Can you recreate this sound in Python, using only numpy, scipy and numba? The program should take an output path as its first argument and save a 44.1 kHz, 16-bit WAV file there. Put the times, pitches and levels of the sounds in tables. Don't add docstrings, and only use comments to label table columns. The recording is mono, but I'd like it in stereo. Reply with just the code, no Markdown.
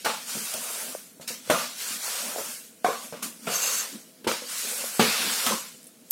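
import sys
import numpy as np
from scipy import signal
from scipy.fft import rfft, irfft, next_fast_len
from scipy.io import wavfile
from scipy.ndimage import uniform_filter1d
from numba import njit

SR = 44100
rng = np.random.default_rng(int(sys.argv[2]) if len(sys.argv) > 2 else 0)


def magnitude_from_level(level_db):
    exponent = np.asarray(level_db, float) / 20
    return 10 ** exponent


def pcm_store(signal):
    levels = np.round(np.clip(np.atleast_2d(signal), -1, 1) * 32767)
    wavfile.write(sys.argv[1], SR, levels.astype(np.int16).T)


N = 269451
T = np.arange(N) / SR
STEP = 16

# f/Hz, density/dB
COACH_TONE = [(15, -84), (25, -54), (80, -13), (97, -22.5), (180, -4.5), (277, -16.5), (373, -15),
              (531, -7), (575, -24.5), (641, -6.5), (695, -20.5), (1230, -24.5), (8360, -24),
              (10400, -21.5), (16000, -25)]
# f/Hz, left minus right/dB
HAND_SHADE = [(60, 7), (110, -14), (200, -7.5), (380, -9.5), (700, -6.5), (1290, -9), (2380, -15.5),
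              (4400, -14.5), (8120, -26), (15000, -17)]
# t/s, hold/s, hiss level/dB, bend resonance f/Hz, rasp over hiss/dB
PUSHES = [(.001, 0.017, -43.5, 6000, -32), (0.298, .26, -33, 7000, -12.5), (0.63, 0.2, -35, 8300, -8.5),
          (0.81, 0.11, -38.5, 7500, -14.5), (1.508, .01, -40, 7240, -3), (1.564, 0.033, -28.5, 4800, -8),
          (1.819, 0.12, -32, 6200, -15.5), (2.047, .16, -31, 6360, -10), (2.273, .05, -35.5, 7560, -6.5),
          (2.387, .13, -36, 7800, -13), (2.928, 0.025, -39.5, 6000, -4), (3.035, 0.016, -41.5, 6850, -16),
          (3.456, .01, -52, 6300, -4), (3.527, 0.013, -29.5, 6500, -5), (3.621, 0.11, -29, 6300, -10),
          (3.761, 0.082, -36, 6500, -6), (4.502, 0.03, -34.5, 6550, -12), (4.581, 0.053, -31, 6100, -22),
          (4.684, 0.18, -32, 7600, -13.5), (4.948, 0.036, -36, 8400, -9), (5.075, 0.083, -22.5, 4100, -8),
          (5.207, 0.09, -28.5, 4730, -8.5), (5.329, .13, -27, 5900, -10), (5.846, .02, -60, 8500, -23),
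          (6.10, .02, -54, 6770, -24)]
# t/s, hiss level/dB, fade/(dB/s), bend f/Hz, rasp level/dB
SLAPS = [(0.049, -26.5, 81, 4730, -30.5), (.062, -44, 116, 4500, -26.5), (1.212, -43, 171, 5600, -49.5),
         (1.278, -29, 136, 5700, -48), (1.502, -17, 219, 6100, -14), (2.846, -33.5, 93, 5500, -50),
         (3.128, -48, 44, 4900, -46), (3.227, -31, 146, 7800, -36.5), (3.47, -41, 42, 6100, -31),
         (4.245, -41.5, 500, 4350, -41.5), (4.274, -25.5, 87, 4500, -28), (4.998, -7.5, 110, 3850, -13.5),
         (5.465, -25.5, 89, 6000, -29)]
# t/s, hold/s, drumming level/dB
FLOOR_LOADS = [(0.348, .02, -49), (.55, 0.023, -48), (0.89, 0.016, -39.5), (1.165, 0.014, -44),
               (1.3, 0.014, -42), (1.48, .01, -43), (1.556, 0.058, -41), (2.2, 0.29, -47),
               (2.834, .01, -50), (3.153, 0.021, -38), (3.242, .01, -37.5), (3.465, .01, -38),
               (3.61, 0.13, -46), (3.95, .02, -40), (4.233, .02, -40), (4.55, 0.28, -50),
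               (5.203, 0.039, -39), (5.26, 0.034, -29.5), (5.51, 0.033, -31.5)]
# f/Hz, density/dB
HISS_TONE = [(880, -22), (1500, 6.5), (1960, 5), (2440, 6), (4330, -1.5), (6240, -10), (8740, 3),
             (14100, -0.5), (15100, -1.5), (16000, -35)]
# f/Hz, density/dB
RASP_TONE = [(180, -58), (300, -21), (461, 1.5), (516, 1.5), (800, -0.5), (1430, 4.5), (1660, -2),
             (1910, -4.5), (2800, -1), (3640, -6), (6160, -120)]
# f/Hz, width/Hz, level/dB
FLOOR_MODES = [(180, 49, -20), (232.5, 39.5, 11), (251, 117, 6.5)]
# t/s, peak level/dB, ring f/Hz, rattle/s
FRAME_CLACKS = [(.045, -28.5, 580, 0.014), (.059, -15, 875, 0.0099), (.139, -36, 990, .012),
                (0.918, -41.5, 1160, 0.013), (1.507, -4.5, 562, 0.0075), (2.382, -24.5, 576, 0.012),
                (2.408, -29, 633, 0.0048), (2.8445, -6.5, 716, 0.0032), (2.862, -14.5, 1050, .004),
                (2.884, -18, 520, 0.0046), (2.905, -22, 1106, 0.011), (2.918, -31, 1005, 0.0093),
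                (4.289, -22, 535, .01), (4.419, -33.5, 487, 0.0089), (4.647, -35.5, 435, 0.022),
                (5.009, -8, 493, .012), (5.023, -9.5, 474, 0.011), (5.484, -23, 1140, .004),
                (5.508, -20, 550, 0.009), (5.519, -19.5, 996, 0.025), (6.105, -43, 880, .014)]
# t/s, peak level/dB, ring f/Hz, thud over ring/dB
FLOOR_BUMPS = [(.066, -20.5, 1200, -13), (.351, -34.5, 530, 5), (.369, -33.5, 347, -7),
               (0.543, -30, 666, -7.5), (1.197, -33.5, 592, -2), (1.303, -30.5, 566, -8),
               (1.475, -35, 506, -5), (1.498, -3.5, 650, -14), (1.544, -13, 1207, -15),
               (1.905, -37.5, 1250, 1), (3.124, -25, 560, -9.5), (3.223, -35, 1120, -6.5),
               (3.471, -18, 640, -11.5), (3.519, -27, 654, -14), (4.245, -31, 453, -8),
               (4.267, -12, 408, -17), (4.994, 2, 506, -7.5), (5.464, -17.5, 1264, -9.5),
               (5.744, -51, 465, 5)]
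# multiple of ring f, t60/s, level/dB
HEAD_MODES = [(.7, 0.011, -2), (0.998, 0.016, 5.5), (1.45, 0.0073, 2.5), (2.1, 0.014, -7),
              (3.2, 0.011, -15.5), (5, 0.002, -1)]
# f/Hz, t60/s, level/dB
ROOM_BANDS = [(209, 0.3, -3.5), (498, 0.23, 1.5), (1150, 0.32, 6), (2450, 0.21, 10), (6000, 0.11, -5)]
# t/s, hold/s, level/dB, resonance f/Hz
GROANS = [
    (0.536, 0.042, -40.5, 640),
    (0.659, 0.013, -37.5, 640),
    (0.75, .18, -44, 528),
    (2.007, 0.15, -46.5, 670),
    (2.212, 0.16, -42, 573),
    (2.34, 0.022, -37, 620),
    (2.49, .01, -56, 570),
    (2.99, 0.062, -47, 620),
    (4.656, 0.019, -38.5, 526),
    (4.728, 0.071, -41.5, 537),
]
# t/s, peak level/dB, centre f/Hz, fizz/s, width over centre
DRIPS = [
    (0.539, -14, 9000, 0.005, 1.4),
    (3.631, -28.5, 6600, .004, .6),
    (4.247, -37, 3000, 0.0028, 1.3),
    (5.465, -8.5, 4300, .004, 3.3),
    (5.83, -31, 10000, 0.0019, 0.54),
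    (5.842, -30, 9900, 0.0032, 0.3),
    (5.857, -36, 10500, 0.0033, 0.4),
    (5.868, -33, 9550, 0.012, 0.33),
]
# t/s, peak level/dB, rise/s
LANDING = (6.1092, -13, .0011)
# t/s, level/dB
SING_LEVEL = [
    (3.5, -58),
    (3.54, -34),
    (3.62, -37.5),
    (3.635, -31),
    (3.665, -35.5),
    (3.72, -36),
    (3.81, -37.5),
    (3.83, -47),
    (3.9, -65),
]
# f/Hz, width/Hz, level/dB
HOLDER_MODES = [(2760, 60, -6.5), (4500, 41, -5), (6500, 650, 5.5), (7310, 290, 2.5), (7600, 420, 1),
                (10700, 520, -17), (12240, 240, -2), (12600, 300, -7)]
# margin/dB, scatter/dB
THINNING = (22, 14)

FACING_DB = -13.5


def unit(x):
    return x / np.sqrt(np.mean(x ** 2))


def colour(x, table):
    hz, db = np.transpose(table)
    size = next_fast_len(N + SR)
    log_hz = np.log(np.arange(size // 2 + 1) * SR / size + 1)
    gain = magnitude_from_level(np.interp(log_hz, np.log(hz), db))
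    return irfft(rfft(x, size) * gain, size)[..., :N]


@njit
def svf(x, hz, width):
    y, b, l = np.empty(len(x)), 0., 0.
    for i in range(len(x)):
        g, k = np.tan(np.pi * hz[i] / SR), width[i] / hz[i]
        v = (b + g * (x[i] - l)) / (1 + g * (g + k))
        b, l, y[i] = 2 * v - b, l + 2 * g * v, k * v
    return y


def band(x, hz, width):
    return svf(x, hz + 0 * T, width + 0 * T)


def walk(rate):
    k = int(SR / rate)
    held = np.repeat(rng.standard_normal(N // k + 1), k)
    return 1.06 * uniform_filter1d(uniform_filter1d(held, k), k)[:N]


def ports(right, left, pan_db):
    share = magnitude_from_level(pan_db)
    return np.array([share * left, right]) * 2 / np.sqrt(1 + share ** 2)


def coach():
    right = rng.standard_normal(N)
    left = colour(rng.standard_normal(N), HAND_SHADE) + 0.19 * band(right, 220, 460)
    both = colour(np.array([left, right]), COACH_TONE)
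    swell = magnitude_from_level(0.66 * walk(2.4))
    return magnitude_from_level(-51) * swell * both / np.sqrt(np.mean(both[1] ** 2))


def below(s, hold_s, rise, fall):
    s, hold_s, fall = (np.reshape(v, (-1, 1)) for v in (s, hold_s, fall))
    t = T[::STEP]
    return -rise * np.maximum(s - t, 0) - fall * np.maximum(t - s - hold_s, 0)


def blend(db, hz, rest_db):
    power = magnitude_from_level(2 * np.maximum(db, -150))
    total_db = 10 * np.log10(power.sum(0) + magnitude_from_level(2 * rest_db))
    mean_hz = hz @ power / power.sum(0)
    return np.interp(T, T[::STEP], total_db), np.interp(T, T[::STEP], mean_hz)


def motion():
    s, hold_s, db, hz, rasp_db = np.transpose(PUSHES)
    push = below(s, hold_s, rise=186, fall=90.5)
    at, slap_db, fade, slap_hz, slap_rasp_db = np.transpose(SLAPS)
    slap = below(at, 0, rise=5000, fall=fade)
    both_hz = np.r_[hz, slap_hz]
    hiss = np.r_[db[:, None] + push, slap_db[:, None] + slap]
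    hiss_db, bend_hz = blend(hiss, both_hz, rest_db=-61)
    push_rasp = (db + rasp_db)[:, None] + 1.53 * push
    slap_rasp = slap_rasp_db[:, None] + 1.7 * slap
    total_rasp_db = blend(np.r_[push_rasp, slap_rasp], both_hz, rest_db=-73)[0]
    s, hold_s, db = np.transpose(FLOOR_LOADS)
    load = db[:, None] + below(s, hold_s, rise=178, fall=178)
    drum_db = blend(load, s, rest_db=-50)[0]
    return hiss_db, bend_hz, total_rasp_db, drum_db


def patchy(x, depth_db):
    z = signal.stft(x, nperseg=1024)[2]
    spots = uniform_filter1d(rng.standard_normal(z.shape), size=5, axis=0)
    spots = uniform_filter1d(spots, size=3, axis=1)
    return unit(signal.istft(z * magnitude_from_level(depth_db * unit(spots)), nperseg=1024)[1][:N])


def slips(spread_db, flicker_db):
    jerks = rng.standard_normal(N) * magnitude_from_level(spread_db * rng.exponential(size=N))
    return patchy(jerks * magnitude_from_level(flicker_db * walk(60)), depth_db=2.2)


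def drumming(shake):
    return unit(sum(magnitude_from_level(db) * band(band(shake, hz, w), hz, 2 * w) for hz, w, db in FLOOR_MODES))


def wiping():
    hiss_db, bend_hz, rasp_db, drum_db = motion()
    bend_hz = np.clip(bend_hz, 2000, 12000)
    sides = []
    for _ in range(2):
        jerks = slips(spread_db=1.0, flicker_db=-0.5)
        bend = unit(svf(jerks, bend_hz, 1.12 * bend_hz))
        sides.append(unit(unit(colour(jerks, HISS_TONE)) + magnitude_from_level(8.0) * bend))
    shaded = colour(sides[1], [(hz, db + 16.5) for hz, db in HAND_SHADE])
    hiss = ports(sides[0], shaded, FACING_DB - 4) * magnitude_from_level(hiss_db)

    near, far = (unit(colour(slips(spread_db=2.5, flicker_db=1.0), RASP_TONE)) for _ in range(2))
    rasp = ports(near, unit(far + 0.12 * near), FACING_DB + 1) * magnitude_from_level(rasp_db)

    shake, other = (rng.standard_normal(N) * magnitude_from_level(4.7 * walk(24.75)) for _ in range(2))
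    near, far = drumming(shake), drumming(other)
    drum = np.array([magnitude_from_level(-17.5) * unit(near + 0.67 * far), magnitude_from_level(-3.5) * near]) * magnitude_from_level(drum_db)
    return hiss + rasp + drum


def echoes():
    right, other = rng.standard_normal((2, N))
    stock = []
    for hz, t60, db in ROOM_BANDS:
        differ = np.clip(hz / 1300, 0, 1)
        left = np.sqrt(1 - differ ** 2) * right + differ * other
        level = magnitude_from_level(db) * np.sqrt(1000 / hz)
        stock.append([level * band(band(v, hz, hz), hz, 2.5 * hz) for v in (left, right)])
    return np.array(stock)


def room(x, stock, start):
    t = T[:SR // 2]
    tails = 0
    for pair, (hz, t60, db) in zip(stock, ROOM_BANDS):
        tails = tails + pair[:, start:start + len(t)] * magnitude_from_level(-60 * t / t60)
    tails = tails * np.minimum(t / 0.00043, 1)
    return signal.fftconvolve(x, tails / np.sqrt(np.sum(tails[1] ** 2)), axes=1)


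def knocks():
    out, t, stock = np.zeros((2, N + SR)), T[:SR // 4], echoes()
    clacks = [(s, db, hz, -51, rattle_s) for s, db, hz, rattle_s in FRAME_CLACKS]
    bumps = [(*row, 0.01) for row in FLOOR_BUMPS]
    blows = sorted(clacks + bumps)
    chance = rng.standard_normal((len(blows), 2, 3000))
    for n, (s, db, ring_hz, thud_db, rattle_s) in enumerate(blows):
        size, odds = chance[n]
        rattle = np.exp(-t[:3000] / np.clip(rattle_s, .002, .016))
        push = .4 * size * (np.abs(odds) > 2.4) * rattle
        push[0] = 1
        push = np.convolve(push, np.hanning(int(SR * 0.00029)))

        ring = 0
        for k, t60, g in HEAD_MODES:
            mode_db = g + 0.19 * (db + 30.5) * np.log2(k)
            ring = ring + magnitude_from_level(mode_db) * np.sin(2 * np.pi * k * ring_hz * t) * magnitude_from_level(-60 * t / t60)
        ring = ring * (1 - np.exp(-t * ring_hz / 0.72))

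        thud = 0
        for k, (hz, w, g) in enumerate(FLOOR_MODES):
            spot_hz = hz * (1 + 0.054 * odds[k])
            thud = thud + magnitude_from_level(g) * np.sin(2 * np.pi * spot_hz * t) * np.exp(-np.pi * .6 * w * t)

        ring, thud = (signal.fftconvolve(x, push)[:len(t)] for x in (ring, thud))
        ring = ring / np.abs(ring).max() * magnitude_from_level(np.array([[-6], [6]]))
        thud = magnitude_from_level(thud_db) * thud / np.abs(thud).max() * magnitude_from_level(np.array([[-6], [3]]))
        blow = magnitude_from_level(db - 2.5) * (ring + thud)
        tail = magnitude_from_level(-4) * room(blow, stock, start=4321 * n)
        i = int((s + .001) * SR)
        out[:, i:i + len(t)] += blow
        out[:, i:i + tail.shape[1]] += tail
    out[0] = np.roll(out[0], 8)
    return out[:, :N]


def groaning():
    s, hold_s, db, hz = np.transpose(GROANS)
    db, hz = blend(db[:, None] + below(s, hold_s, rise=500, fall=260), hz, rest_db=-90)
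    ring = unit(svf(svf(slips(spread_db=4, flicker_db=3), hz, .4 * hz), hz, .6 * hz))
    return ports(ring, np.roll(ring, 8), -16.5) * magnitude_from_level(db - 3.5)


def drips():
    noise = rng.standard_normal(N)
    s, db, rise_s = LANDING
    out = magnitude_from_level(db) * np.exp(np.minimum(T - s, 0) / rise_s) * unit(band(noise, 14000, 13000))
    for s, db, hz, fizz_s, share in DRIPS:
        fizz = (T > s) * np.exp(-np.abs(T - s) / fizz_s)
        out = out + magnitude_from_level(db - 10) * fizz * unit(band(noise, hz, share * hz))
    return ports(out, np.roll(out, 12), -22.5)


def singing():
    jerks = rng.standard_normal(N) * magnitude_from_level(2.7 * walk(70))
    ring = 0
    for hz, w, db in HOLDER_MODES:
        ring = ring + magnitude_from_level(db + 1.2 * walk(29.3)) * unit(band(band(jerks, hz, w), hz, 2 * w))
    level_db = np.interp(T, *np.transpose(SING_LEVEL), left=-120, right=-120)
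    return ports(ring, np.roll(ring, 300), -19) * magnitude_from_level(level_db)


def scene():
    return coach() + wiping() + knocks() + groaning() + drips() + singing()


def limit(x):
    limit_db, recover_db_s = -3, 55.5
    over_db = np.maximum(20 * np.log10(np.abs(x) + 1e-9) - limit_db, 0)
    cut_db = np.maximum.accumulate(over_db + recover_db_s * T, axis=1) - recover_db_s * T
    return x * magnitude_from_level(-uniform_filter1d(cut_db, size=101, axis=1))


def thin_out(x):
    hz, _, z = signal.stft(x, SR, nperseg=1024, noverlap=768)
    power = np.abs(z) ** 2 + 1e-20
    here = uniform_filter1d(uniform_filter1d(power, size=7, axis=1), size=5, axis=2)
    around = uniform_filter1d(here.max(axis=0), size=41, axis=0)
    luck = uniform_filter1d(rng.standard_normal(z.shape), size=8, axis=1)
    luck = uniform_filter1d(luck, size=11, axis=2)
    margin_db, scatter_db = THINNING
    weak = 10 * np.log10(here / around) + margin_db + scatter_db * unit(luck) < 0
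    shut = weak & (hz[:, None] > 2600)
    return signal.istft(z * ~shut, SR, nperseg=1024, noverlap=768)[1][:, :N]


def band_limit(x):
    return signal.sosfilt(signal.butter(12, 16480, fs=SR, output="sos"), x)


def record(dry):
    bass_cut = signal.butter(2, 140, "high", fs=SR, output="sos")
    top_cut = signal.ellip(12, .2, 100, 15900, fs=SR, output="sos")
    rounded = np.tanh(limit(signal.sosfilt(bass_cut, dry)))
    mix = thin_out(signal.sosfilt(top_cut, rounded))
    return band_limit(mix)


dry = scene()
out = record(dry)
pcm_store(out)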